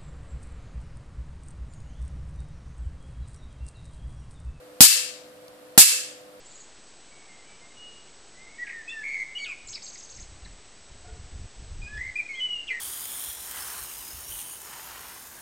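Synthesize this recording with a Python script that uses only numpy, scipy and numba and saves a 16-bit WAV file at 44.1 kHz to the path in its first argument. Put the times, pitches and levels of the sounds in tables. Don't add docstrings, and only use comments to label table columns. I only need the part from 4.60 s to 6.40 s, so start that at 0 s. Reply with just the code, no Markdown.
import sys
import numpy as np
from scipy import signal
from scipy.fft import rfft, irfft
from scipy.io import wavfile
from scipy.ndimage import uniform_filter1d
from numba import njit

SR = 44100
rng = np.random.default_rng(int(sys.argv[2]) if len(sys.argv) > 2 else 0)


def unload_wav(signal):
    wavfile.write(
        sys.argv[1],
        SR,
        np.round(np.clip(np.atleast_2d(signal).T, -1, 1) * 32767).astype(np.int16),
    )


N = 79380

# f/Hz, level/dB
HUM_HARMONICS = [(102.3, -80.5), (150.7, -72), (199.2, -78), (301.5, -60), (349.9, -73.5), (500.6, -49.5),
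                 (602.9, -66.5), (651.4, -71), (710.6, -65.5), (748.3, -71.5)]
# f/Hz, relative level/dB
AIR_SPECTRUM = [(30, -17), (100, -7.5), (280, -1), (400, -3), (580, 7), (820, -6), (1200, -5),
                (2300, -11.5), (4500, -14.5), (6300, -19.5), (8300, -16), (14400, -20.5)]
# t/s, level/dB, thump/dB, thump tilt/(dB per octave), L-R/dB, tail tilt/(dB per octave)
LASER_SHOTS = [(0.2060, 2.5, -1, -0.5, 1.5, 4), (1.1773, 2, -1.5, 0.5, -3, 4)]
# f/Hz, level/dB, t60/s
CARD_MODES = [(121.2, -24.5, 0.034), (215, -10.5, 0.04), (261.5, -24.5, 0.097), (637, -27, 0.074),
              (778.5, -23, 0.12), (1363, -21, 0.059)]
# f/Hz, relative level/dB
TAIL_SPECTRUM = [(59, -50.5), (100, 5.5), (586, -11.5), (800, -12.5), (1370, -14), (1460, -17), (1690, -10),
                 (1920, -14.5), (2310, -10.5), (3810, -11.5), (4880, -7.5), (6140, -10.5), (7400, -5.5),
                 (14400, -15)]
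# f/Hz, t60/s
TAIL_DECAY = [(200, .15), (700, .22), (1400, .6), (2700, .58), (4200, .52), (7700, .455), (11000, .375),
              (14000, .3)]
# f/Hz, L-R/dB
TAIL_PAN = [(400, -13.5), (1300, 4), (2500, 5), (4400, 9.5), (8000, -2), (13000, 5)]
# f/Hz, level/dB, t60/s
ROOM_RINGS = [(2665, -7, .38), (2683, -11, .36), (4140, -24, .4), (4922, -22, .33), (7380, -15, .31),
              (7630, -13, .31), (7900, -16, .31), (9295, -18, .29)]
# t/s, level/dB, f/Hz, decay/s
HOUSING_TICK = (0.8815, -37, 4100, .0012)

LEFT_RIGHT = np.array([[.5], [-.5]])


def undb(db):
    return 10 ** (np.asarray(db) / 20)


def curve(table, hz):
    freqs, values = np.array(table, float).T
    return np.interp(np.log(np.maximum(hz, 1)), np.log(freqs), values)


def bins():
    return np.arange(N // 2 + 1) * SR / N


def colour(noise, db):
    gain = undb(db)
    return irfft(rfft(noise) * gain / np.sqrt(np.mean(gain ** 2)), N)


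def fade(age, t60):
    return np.exp(-np.log(1000) * age / t60)


def since(start):
    return np.maximum(np.arange(N) / SR - start, 0)


def wander(per_s):
    hold = int(SR / per_s)
    steps = rng.standard_normal(200)[np.arange(N) // hold]
    return uniform_filter1d(steps, hold)


def supply_hum(gain_db=-1, spread_rad=0.49, waver_per_s=14):
    t, out = since(0), 0
    for hz, db in HUM_HARMONICS:
        phase = rng.uniform(0, 2 * np.pi) + .1 * wander(waver_per_s) + LEFT_RIGHT * spread_rad
        rms = undb(db + gain_db + wander(waver_per_s))
        out += np.sqrt(2) * rms * np.sin(2 * np.pi * hz * t + phase)
    return out


def fan_air(gain_db=-53, wide_hz=1100):
    spectrum_db = curve(AIR_SPECTRUM, bins())
    mid, side = (colour(noise, spectrum_db) for noise in rng.standard_normal((2, N)))
    side = irfft(rfft(side) * np.clip(bins() / wide_hz, .55, 1), N)
    return undb(gain_db) * np.array([mid + side, mid - side])


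def shock_crack(age, burst_db=6.5, burst_decay_s=0.002, push_db=-2.5, push_s=0.0009):
    push = (1 - age / push_s) * np.exp(-age / push_s)
    burst = rng.standard_normal((2, N)) * np.exp(-age / burst_decay_s)
    return (age > 0) * (undb(burst_db) * burst - undb(push_db) * push)


def card_thump(age, tilt_db):
    out, strongest_hz = 0, CARD_MODES[1][0]
    phases = rng.uniform(-1.3, 1.0, (len(CARD_MODES), 2, 1))
    for (hz, db, t60), phase in zip(CARD_MODES, phases):
        gain = undb(db + tilt_db * np.log2(hz / strongest_hz))
        out -= gain * fade(age, t60) * np.cos(2 * np.pi * hz * age + phase)
    return out * (age > 0)


def room_tail(age, echoes, tilt_db, gain_db=1, build_s=0.0037):
    hz = bins()
    octaves = np.log2(np.maximum(hz, 100) / 6000)
    spectrum_db = curve(TAIL_SPECTRUM, hz) + tilt_db * octaves + LEFT_RIGHT * curve(TAIL_PAN, hz)
    spectrum = rfft(colour(echoes, spectrum_db))
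    tail, bands = 0, np.round(np.sqrt(hz) / 4)
    for band in np.unique(bands):
        inside = bands == band
        t60 = curve(TAIL_DECAY, hz[inside].mean())
        tail += irfft(spectrum * inside, N) * fade(age, t60)
    early_dip_db = -2 * np.exp(-((age - 0.032) / 0.045) ** 2)
    return tail * undb(gain_db + early_dip_db) * (1 - np.exp(-age / build_s))


def room_rings(age, build_s=.14, spread_rad=1.2, waver_db=2.5, waver_per_s=70):
    out = 0
    for hz, db, t60 in ROOM_RINGS:
        phase = rng.uniform(0, 2 * np.pi) + .5 * wander(waver_per_s) + LEFT_RIGHT * spread_rad
        gain = undb(db + waver_db * wander(waver_per_s))
        out += gain * fade(age, t60) * np.sin(2 * np.pi * hz * age + phase)
    return out * (1 - np.exp(-(age / build_s) ** 2))


def laser_shots(shared_power=0.8):
    out, shared_echoes = 0, rng.standard_normal((2, N))
    for start, db, thump_db, thump_tilt_db, pan_db, tail_tilt_db in LASER_SHOTS:
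        age = since(start)
        fresh_echoes = rng.standard_normal((2, N))
        echoes = np.sqrt(shared_power) * shared_echoes + np.sqrt(1 - shared_power) * fresh_echoes
        direct = shock_crack(age) + undb(thump_db) * card_thump(age, thump_tilt_db)
        room = room_tail(age, echoes, tail_tilt_db) + room_rings(age)
        out += (direct + room) * undb(db + LEFT_RIGHT * pan_db)
    return out


def housing_tick():
    start, db, hz, decay_s = HOUSING_TICK
    age = since(start)
    burst = rng.standard_normal((2, N)) * (age > 0) * np.exp(-age / decay_s)
    body = signal.lfilter(*signal.iirpeak(hz, Q=2.5, fs=SR), burst)
    return 2 * undb(db) * (body + .15 * burst)


def scene():
    return laser_shots() + housing_tick() + supply_hum() + fan_air()


@njit
def highpass(x, hz, damping=1.2):
    out, band_state, low_state = np.empty(len(x)), 0., 0.
    for i in range(len(x)):
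        g = np.tan(np.pi * hz[i] / SR)
        band = (band_state + g * (x[i] - low_state)) / (1 + g * (g + damping))
        low = low_state + g * band
        out[i] = x[i] - damping * band - low
        band_state, low_state = 2 * band - band_state, 2 * low - low_state
    return out


def lowpass(x, hz):
    return signal.sosfilt(signal.ellip(10, .2, 70, hz, fs=SR, output="sos"), x)


def wind_filter(x, sense_hz=325, full_bass=0.25, cut_hz=1220, duck_db=-5.5):
    react_s, slew_s, release_s = 0.055, 0.029, 0.059
    t = since(0)
    bass = signal.sosfilt(signal.butter(2, sense_hz, fs=SR, output="sos"), x)
    log_peak = np.log(np.abs(bass).max(axis=0) + 1e-9)
    release = t / release_s
    held_peak = np.exp(np.maximum.accumulate(log_peak + release) - release)
    delayed = np.interp(t - react_s, t, np.minimum(held_peak / full_bass, 1))
    drive = uniform_filter1d(delayed, int(slew_s * SR))
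    corner_hz = np.maximum(cut_hz * drive, 1)
    for _ in range(3):
        x = np.array([highpass(channel, corner_hz) for channel in x])
    return x * undb(duck_db * drive)


def record(dry, overload=1.1, treble_cut_hz=14480, top_hz=15600):
    overloaded = np.clip(lowpass(dry, treble_cut_hz), -overload, overload)
    ducked = wind_filter(overloaded)
    clipped = np.clip(lowpass(ducked, treble_cut_hz), -1, 1)
    return lowpass(clipped, top_hz)


dry = scene()
out = record(dry)
unload_wav(out)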